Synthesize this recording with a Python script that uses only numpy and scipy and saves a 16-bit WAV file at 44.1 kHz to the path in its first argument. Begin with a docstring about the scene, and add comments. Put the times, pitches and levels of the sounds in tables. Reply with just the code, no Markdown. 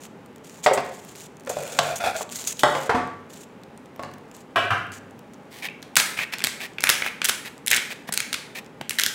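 """Shears through a crab leg

Gloved hands work on a cooked crab leg, close up in a bare room; the wet rubber fizzes and ticks.
A pick clatters onto the table, shears skid off it, and the leg is knocked against a hollow bin.
Then the shears bite along the leg: the blades rasp and creak, the shell snaps in lurching bursts,
and the room rings after each one over a soft bed of air."""
import sys
import numpy as np
from scipy import signal
from scipy.fft import rfft, irfft
from scipy.io import wavfile
from scipy.ndimage import uniform_filter1d, minimum_filter1d

SR = 44100
rng = np.random.default_rng(int(sys.argv[2]) if len(sys.argv) > 2 else 0)


def master(y):
    """Save y as 16-bit WAV."""
    cut = np.clip(np.atleast_2d(y).T, -1, 1)
    pcm = np.round(cut * 32767)  # scale
    wavfile.write(sys.argv[1], SR, pcm.astype(np.int16))


N = 403074

# The big snaps. Each row: start in seconds, energy in dB, running time in seconds, brightness in dB.
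FRACTURES = [(5.6865, -22, 0.0023, -27), (5.827, -30, 0.0045, 4), (5.9564, -14.5, 0, 17),
             (5.9662, -7, 0.000082, 9), (5.9682, 4, .0055, 10.5), (5.9992, -7.5, 0.0041, 3.5),
             (6.1905, -14, 0.00057, -36), (6.198, -19.5, 0, -39), (6.3366, -17, 0.0031, -1),
             (6.44, -6.5, 0.0073, 7.5), (6.47, -12.5, .003, 8), (6.784, -18, 0.0018, -14),
             (6.8068, -22, 0, 10), (6.8388, -2.5, 0.00033, 6.5), (6.8712, -9.5, .002, 4),
             (6.8915, 0, 0.0022, 10.5), (6.8995, -2.5, 0.00045, 7.5), (7.0215, -12, 0.0022, -10),
             (7.0633, -15, 0, -4), (7.2176, -12.5, 0.00059, -8), (7.2443, -10.5, 0.0043, 18),
             (7.2518, -10, 0.0016, 10), (7.2572, -12, 0, 16), (7.286, -9, 0.0089, 10),
             (7.2935, -6.5, 0.0066, 7), (7.6638, -20.5, 0, 9), (7.6729, -15.5, 0, 14),
             (7.6806, -10, 0.00057, 14), (7.703, -15, 0.004, 18), (7.713, -5, 0.0034, 9),
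             (7.7225, -12, 0, -13), (7.7315, -6, 0, 4), (7.7388, -12, 0.00095, -5), (7.763, -10, 0.0078, 8),
             (8.0902, -26, 0, -10), (8.1235, -14.5, 0.0066, 12), (8.138, -14.5, 0.006, 12),
             (8.1755, -9.5, 0.00023, 7), (8.2032, -13, .001, 7), (8.329, -14, 0.0043, 7),
             (8.342, -13.5, 0.004, 2.5), (8.812, -24, 0.0024, -3.5), (8.8947, -15, 0.00076, 17),
             (8.9073, -15.5, .002, 6), (8.9859, -8, 0.0065, 7), (8.9975, -8, 0, 5), (9.0362, -6.5, 0, 10),
             (9.063, -7.5, 0.0018, 10)]
# Shell crumbling between the blades. Each row: start and length in seconds, typical energy in dB,
# brightness in dB.
CRUMBLING_BITES = [(6.383, .043, -23.5, -2), (6.817, .018, -24, 13), (7.743, .045, -15, -5),
                   (8.912, .06, -37, 23), (9.007, .022, -13.5, 6)]
# Blades sliding on shell. Each row: start and length in seconds, level in dB.
BLADE_SLIDES = [(5.497, .14, -45.5), (5.617, 0.065, -30.5), (6.165, 0.051, -29.5), (6.202, 0.047, -27),
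                (6.318, 0.038, -32.5), (6.593, 0.083, -32.5), (7.038, 0.058, -29), (7.445, 0.047, -34.5),
                (7.705, 0.047, -25), (7.898, 0.041, -33.5), (8.07, 0.033, -39.5), (8.545, 0.061, -34)]
# The shell's creak under pressure. Each row: pitch in Hz, width in Hz, gain in dB.
CREAK_MODES = [(1780, 200, 2), (2460, 330, 4), (3040, 340, -18)]
# Handles meeting inside the glove. Each row: start in seconds, relative level in dB.
HANDLE_THUMPS = [(5.97, -27), (6.443, -31), (7.739, -35.5), (8.091, -27), (8.812, -27.5)]
# Hits on the table and on the bin. Each row: start in seconds, relative level in dB, rattle t60 in
# seconds, then bass, hollowness, treble and room send in dB, and main pitch in Hz.
TABLE_HITS = [(.6618, 1, 0.084, -14, 2, -8.5, 4.5, 611), (.7115, -3, 0.068, -17, 10, -29, 1.5, 528),
              (.7755, -9, 0.083, 0.5, 3, -9, 4.5, 685), (1.472, -20.5, .037, -1, 2, -19, -8, 538),
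              (1.498, -14.5, .091, 2, 6, -24, -5, 510), (1.568, -14, 0.016, 9.5, 13, -22, 6.5, 580),
              (1.7885, -2.5, 0.035, 2, 2, 5, 2, 698), (2.209, -17, .047, -28, 0, -23, 0, 632),
              (2.6338, 0.5, 0.024, -3, -2.5, -8, 7.5, 601), (2.75, -11.5, 0.071, -4, 2.5, -8, 8.5, 538),
              (2.894, -4, 0.14, -6, -18, -17.5, 6.5, 462), (2.946, -8, 0.26, 5.5, -3, -13, 7, 256),
              (3.994, -19.5, .042, 10.5, 7, -9, 6.5, 1093), (4.034, -23, 0.017, 6, -2, -5.5, 7.5, 1166)]
BIN_HITS = [(4.557, -2, 0.07, -4.5, 2, 13.4, 13.6, 1110), (4.7035, -5, 0.051, -6, -6.5, 8, 14.1, 1187)]
# How the table top and the bin ring. Each row: pitch in Hz, relative level in dB, t60 in seconds.
TABLE_RING = [(99.1, -14, 1), (144.9, -6.5, 0.78), (256, -16.5, 0.44), (451.6, -7.5, .45), (536, -6, 0.17),
              (724, 2, 0.24), (914, -8, .2), (1147, -3, 0.63)]
BIN_RING = [(99.4, 3.5, 1), (1410, -3, 0.37), (1700, -8, 0.19)]
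# Pushes on the shears, then glove strokes. Each row: start and length in seconds, relative level in dB.
SHEAR_PUSHES = [(1.466, 0.44, -40.5), (1.828, 0.098, -32), (2, .02, -29.5), (2.036, 0.043, -24),
                (2.142, 0.015, -31)]
GLOVE_STROKES = [(0, 0.076, -49.5), (0.423, 0.21, -52.5), (.629, 0.03, -34), (0.799, 0.69, -52),
                 (1.157, 0.12, -48), (1.473, 0.92, -43.5), (2.155, 0.083, -37.5), (2.3, 0.15, -39.5),
                 (2.44, 0.1, -36.5), (2.53, 0.38, -46), (3.287, 0.17, -50), (4.333, 0.097, -53.5),
                 (4.914, 0.081, -48)]
# Wet rubber letting go of shell. Each row: start in seconds, relative level in dB, film pitch in Hz.
PEEL_TICKS = [(.734, -5.5, 8000), (1.494, -7.5, 6550), (1.9578, -7.5, 6500), (2.357, -8, 6830),
              (2.473, 0, 6650), (2.593, -5.5, 3320)]
# The tone of each source and of the reverb. Each row: frequency in Hz, gain in dB.
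SHELL_EQ = [(40, -51), (200, -22), (700, -5.5), (1100, -6.5), (1500, 2.5), (2000, 3), (3500, 0.5),
            (5000, -5.5), (7500, -8), (10000, -11), (15000, -17.5)]
BLADE_EQ = [(100, -61), (700, -3), (1400, -12), (1900, 0), (2700, -4.5), (3800, -6), (6000, -12),
            (15000, -17.5)]
HANDLE_EQ = [(50, -38), (150, 6.5), (450, -7), (1000, -5.5), (4000, -30)]
TABLE_EQ = [(40, -53), (130, -21.5), (330, -12.5), (480, -9.5), (620, -5.5), (850, -6), (1300, -6.5),
            (2200, -10.5), (3500, -13.5), (8000, -24), (15000, -40.5)]
BIN_EQ = [(40, -47), (95, 8), (200, 0), (450, 0), (680, 8.5), (900, -7.5), (1150, 0.5), (1650, 7.5),
          (2200, -5.5), (3100, -13.5), (4000, -27.5), (7000, -34.5), (15000, -42.5)]
SKID_EQ = [(100, -2.5), (330, -10), (700, 10.5), (1000, -11), (1400, 8.5), (1900, -7), (2500, 4.5),
           (3050, -18), (3450, 1.5), (3800, -9.5), (8000, -13.5), (15000, -26)]
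RUBBER_EQ = [(200, -12), (1200, -9.5), (3000, -3.5), (5200, -6.5), (7000, -1), (8200, -4), (10000, -9),
             (15000, -13)]
AIR_EQ = [(35, -16), (60, -17), (102, -10.5), (162, -4), (251, -1.5), (332, -9), (399, -4.5), (762, -14.5),
          (816, -9), (960, -15), (2530, -24.5), (4510, -36), (15000, -49)]
ROOM_EQ = [(100, -10.5), (500, -7), (2000, -7.5), (8000, -9), (11000, -12.5), (15000, -14.5)]
# The room's decay. Each row: frequency in Hz, t60 in seconds.
ROOM_DECAY = [(100, .5), (260, .7), (700, .5), (1800, .62), (4000, .5), (14000, .47)]


def shell_cracks(snap_t60=0.002, flutter_t60=0.014, splinter_t60=0.27, plate_t60=0.011):
    """Each fracture runs in lurches, sheds splinters and rings the shell. Returns direct and send."""
    direct, send, t = np.zeros(N), np.zeros(N), np.arange(2048) / SR
    bands_hz = np.geomspace(500, 15000, 9)
    release = dying(t, snap_t60) + amp(-8) * dying(t, flutter_t60)
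    for s, db, run_s, bright_db in list(FRACTURES) + crumbling():
        lurches = (t == 0) + amp(-6.5) * abs(slips(len(t), per_s=900, spread_db=1.5)) * (t < run_s)
        strain = signal.fftconvolve(lurches, release)[:len(t)]
        tearing = strain * slips(len(t), per_s=24000, spread_db=2.5)
        splinters = slips(len(t), per_s=600, spread_db=5) * dying(t, splinter_t60)
        crunch = packed(tearing) + amp(-18) * packed(splinters)
        snap = colour(crunch, SHELL_EQ, shine(bright_db), hollowness(s))
        plate_hz = 1700 * rng.uniform(1, 1.56)
        plate = signal.fftconvolve(lurches, ping(t, plate_hz, plate_t60))[:len(t)]
        plate_db = -6 - 0.68 * bright_db  # duller snaps ring more
        snap = packed(packed(snap) + amp(plate_db) * packed(plate))
        # every shard beams its own colour at the microphone
        shard_eq = np.transpose([bands_hz, 2.2 * rng.standard_normal(len(bands_hz))])
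        add(direct, s, amp(db) * packed(colour(snap, shard_eq)))
        add(send, s, amp(db) * snap)
    return direct, send


def crumbling(per_s=110, spread_db=3, longest_run_s=0.0013, bright_spread_db=12):
    """Small fractures tumble unevenly through a bite. Returns rows like those of FRACTURES."""
    rows = []
    for s, length, db, bright_db in CRUMBLING_BITES:
        jitter, run = rng.random((2, 16))
        size, bright = rng.standard_normal((2, 16))
        at = (np.arange(16) + jitter) / per_s
        small = np.transpose([s + at, db + spread_db * size, longest_run_s * run,
                              bright_db + bright_spread_db * bright])
        rows += list(small[at < length])
    return rows


def hollowness(s, body_db=4, loss_db_per_s=7, first_bite_s=6.0):
    """A low shelf for time s: the tube of shell loses its hollow body as the cut runs along it."""
    return [(900, body_db - loss_db_per_s * max(s - first_bite_s, 0)), (1500, 0)]


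def blade_rasps(firm_db=-36, creak_rise=0.096):
    """Blades chatter over the shell; more pressure dulls them and brings out a climbing creak."""
    out = np.zeros(N)
    for s, length, db in BLADE_SLIDES:
        pressure_db = db - firm_db
        friction = slips(SR // 4, per_s=4700, spread_db=4)
        chatter = colour(friction, BLADE_EQ, shine(-0.17 * pressure_db))[:int(length * SR)]
        climb = 1 + creak_rise * np.linspace(-.5, .5, len(chatter))
        creak = sum(amp(gain) * resonate(chatter, hz * climb, width) for hz, width, gain in CREAK_MODES)
        rasp = evened(chatter) + amp(-10 + 1.5 * pressure_db) * evened(creak)
        add(out, s, amp(db) * evened(rasp) * signal.windows.tukey(len(rasp), .5))
    return out


def handle_thumps(t60=0.021):
    """The handles meet with a padded thud as the shears close."""
    out, t = np.zeros(N), np.arange(SR // 8) / SR
    for s, db in HANDLE_THUMPS:
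        add(out, s, amp(db) * packed(colour(burst(t, t60), HANDLE_EQ)))
    return out


def knocks(hits, body_eq, modes, modes_db, main_t60, attack_s, gain_db):
    """A rattling contact shakes a body, which rings most at one pitch. Returns direct and send."""
    direct, send, t = np.zeros(N), np.zeros(N), np.arange(SR // 2) / SR
    attack = np.minimum(t / attack_s, 1) ** 2
    for s, db, rattle_t60, bass_db, hollow_db, treble_db, room_db, main_hz in hits:
        body = packed(colour(burst(t, rattle_t60), body_eq))
        for hz, mode_db, mode_t60 in modes:
            body += amp(modes_db + mode_db) * packed(ping(t, hz, mode_t60))
        # the place and hardness of the contact decide which resonances wake
        mid_db = -2.5 + 0.21 * treble_db
        contact_eq = [(220, bass_db), (400, hollow_db), (600, hollow_db), (850, 0),
                      (1300, mid_db), (1900, mid_db), (3000, treble_db)]
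        main_note = amp(-4.5) * packed(ping(t, main_hz, main_t60))
        blow = packed(attack * (packed(colour(body, contact_eq)) + main_note))
        add(direct, s, amp(db + gain_db) * blow)
        add(send, s, amp(db + gain_db + room_db) * blow)
    return direct, send


def shear_skid(gain_db=-3, attack_s=0.0038, release_t60=0.24, hz_per_db=13):
    """Shears skid over the table in short pushes; it sings higher under a harder push."""
    out, t = np.zeros(N), np.arange(SR // 2) / SR
    for s, length, db in SHEAR_PUSHES:
        chatter = slips(len(t), per_s=1700, spread_db=0.5)
        scrape = evened(colour(chatter, SKID_EQ))
        sing_hz = 636 + hz_per_db * (db + 33)
        sing = evened(resonate(chatter, sing_hz, width_hz=45))
        push = np.minimum(t / attack_s, 1) * dying(t - length, release_t60)
        add(out, s, amp(db + gain_db) * push * (scrape + sing))
    return out


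def gloves(crinkle_db=-73, rub_db=-1, clump_db=3, tick_db=-11):
    """Wet rubber crinkles faintly throughout, fizzes in clumps on a stroke and ticks as it lets go."""
    crinkle = slips(N, per_s=700, spread_db=4)
    out = amp(crinkle_db) * evened(colour(crinkle, RUBBER_EQ))
    for s, length, db in GLOVE_STROKES:
        clumps = amp(clump_db * evened(uniform_filter1d(rng.standard_normal(SR // 2), size=500)))
        fizz = colour(slips(SR // 2, per_s=4500, spread_db=2) * clumps, RUBBER_EQ)[:int(length * SR)]
        sheen = resonate(fizz, hz=7100, width_hz=1500)
        sheen_db = 15 + .5 * db  # a firmer stroke pulls the film taut, and it rings high
        stroke = evened(fizz) + amp(sheen_db) * evened(sheen)
        add(out, s, amp(db + rub_db) * stroke * signal.windows.tukey(len(stroke), .3))
    t = np.arange(SR // 10) / SR
    for s, db, hz in PEEL_TICKS:
        tick = colour(burst(t, t60=0.11), RUBBER_EQ, shine(7))
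        film = resonate(tick, hz, width_hz=900)
        add(out, s, amp(db + tick_db) * packed(packed(tick) + amp(-2) * packed(film)))
    return out


def sticky_ticks(idle_per_s=9, idle_db=-48, stroke_per_s=25, stroke_lift_db=6.5, spread_db=3.5):
    """Tiny tacky ticks, each its own colour: sparse throughout, thicker and louder during a stroke."""
    out, t, bands_hz = np.zeros(N), np.arange(1024) / SR, np.geomspace(1000, 15000, 7)
    spans = [(0.0037, N / SR, idle_per_s, idle_db)]
    spans += [(s, length, stroke_per_s, db + stroke_lift_db) for s, length, db in GLOVE_STROKES]
    for start, length, per_s, db in spans:
        for s in start + length * rng.random(round(length * per_s)):
            patch_eq = np.transpose([bands_hz, spread_db * rng.standard_normal(len(bands_hz))])
            tick = colour(burst(t, t60=0.0088), RUBBER_EQ, patch_eq, size=512)
            add(out, s, amp(db + spread_db * min(rng.exponential(), 2)) * packed(tick))
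    return out


def room(x, gap_s=0.0063, build_s=0.0057):
    """After a short gap, reflections build into a tail in which each band dies at its own speed."""
    t = np.arange(SR) / SR
    taps = slips(SR, per_s=9100, spread_db=3) * (1 - 0.11 * np.exp(-t / build_s))
    hz, at, bands = signal.stft(taps, SR, nperseg=256)
    bands = bands * amp(read(ROOM_EQ, hz))[:, None] * dying(at, read(ROOM_DECAY, hz)[:, None])
    tail = signal.istft(bands, SR, nperseg=256)[1][:SR] * (t > gap_s)
    mean_t60 = np.mean(ROOM_DECAY, axis=0)[1]
    tail /= np.linalg.norm(taps * dying(t, mean_t60))
    return signal.oaconvolve(x, tail)[:N]


def moving_room(x, turn_s=0.9):
    """The send circles through three reverbs, so reflections shift as they do round a turning source."""
    turn = 2 * np.pi * np.arange(N) / SR / turn_s
    return sum(room(x * np.sqrt(2 / 3) * np.cos(turn + 2 * np.pi * k / 3)) for k in range(3))


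def air(level_db=-45.5):
    """Room tone: a soft, low, steady rush."""
    return amp(level_db) * evened(colour(rng.standard_normal(N), AIR_EQ, size=8192))


def slips(length, per_s, spread_db):
    """Stick and slip: random clicks, a few much larger than the rest."""
    size = amp(spread_db * np.minimum(rng.exponential(1, length), 4))
    return size * rng.choice([-1, 1], length) * (rng.random(length) < per_s / SR)


def dying(t, t60):
    """Falls by 60 dB in t60 seconds."""
    return np.exp(-np.log(1000) * np.maximum(t, 0) / t60)


def burst(t, t60):
    """A dying puff of noise."""
    return rng.standard_normal(len(t)) * dying(t, t60)


def ping(t, hz, t60):
    """A dying sine."""
    return np.sin(2 * np.pi * hz * t) * dying(t, t60)


def resonate(x, hz, width_hz):
    """A resonance of gain 1 at a steady or gliding pitch."""
    turn = np.exp(2j * np.pi * np.cumsum(np.broadcast_to(hz, len(x))) / SR)
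    pole = np.exp(-np.pi * width_hz / SR)
    return 2 * (turn * signal.lfilter([1 - pole], [1, -pole], x / turn)).real


def colour(x, *curves, size=2048):
    """Minimum-phase EQ whose gain is the sum of the given dB curves."""
    hz = np.fft.rfftfreq(size, 1 / SR)
    cepstrum = irfft(np.log(amp(sum(read(curve, hz) for curve in curves))))
    cepstrum[1:size // 2] *= 2
    cepstrum[size // 2 + 1:] = 0
    return signal.oaconvolve(x, irfft(np.exp(rfft(cepstrum))))[:len(x)]


def shine(db):
    """A treble shelf."""
    return [(2500, 0), (10000, db)]


def read(points, hz):
    """Joins points by straight lines on a log-frequency axis."""
    f, value = np.transpose(points)
    return np.interp(np.log(hz + 1), np.log(f + 1), value)


def amp(db):
    """Decibels to gain."""
    return 10 ** (np.asarray(db) / 20)


def evened(x):
    """Scales to rms 1."""
    return x / np.sqrt(np.mean(x ** 2) + 1e-20)


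def packed(x):
    """Scales to the energy of one millisecond at rms 1."""
    return x * np.sqrt(SR / 1000 / (np.sum(x ** 2) + 1e-20))


def add(mix, s, sound):
    """Mixes a sound in at s seconds."""
    part = mix[max(round(s * SR), 0):][:len(sound)]
    part += sound[:len(part)]


def scene(width_db=-31):
    """Close sounds and their reverb sit in the centre, with a very faint stereo spread."""
    rush, blades, skid = air(), blade_rasps(), shear_skid()
    table, table_send = knocks(TABLE_HITS, TABLE_EQ, TABLE_RING, modes_db=-13.5,
                               main_t60=0.12, attack_s=0.00038, gain_db=0.5)
    bin_hits, bin_send = knocks(BIN_HITS, BIN_EQ, BIN_RING, modes_db=-19,
                                main_t60=0.022, attack_s=0.0033, gain_db=-4.5)
    hands, handles = gloves() + sticky_ticks(), handle_thumps()
    shell, shell_send = shell_cracks()
    shell_send *= amp(-3)
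    send = table_send + bin_send + amp(-3) * handles
    send += amp(-6) * blades + amp(-4) * skid + amp(-5) * hands
    shell_tail = moving_room(shell_send, turn_s=0.006)  # a fast turn gives each snap its own tail
    close = shell + blades + 2 * handles + table + bin_hits + skid + hands
    mid = close + 2 * shell_tail + moving_room(send) + rush
    side = amp(width_db) * room(send + rush + .5 * shell_send)
    return np.array([mid + side, mid - side])


def record(dry, ceiling=1.0, low_cut_hz=65, high_cut_hz=15900):
    """A low cut clears the rumble, a fast limiter holds the peaks, and a high cut trims the top."""
    lean = signal.sosfilt(signal.butter(2, low_cut_hz, "highpass", fs=SR, output="sos"), dry)
    allowed_gain = ceiling / np.maximum(abs(lean).max(0), ceiling)
    limited = lean * uniform_filter1d(minimum_filter1d(allowed_gain, size=31), size=31)
    high_cut = signal.firwin(301, high_cut_hz, window=("kaiser", 8), fs=SR)
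    return signal.oaconvolve(limited, high_cut[None], "same", axes=1)


dry = scene()
out = record(dry)
master(out)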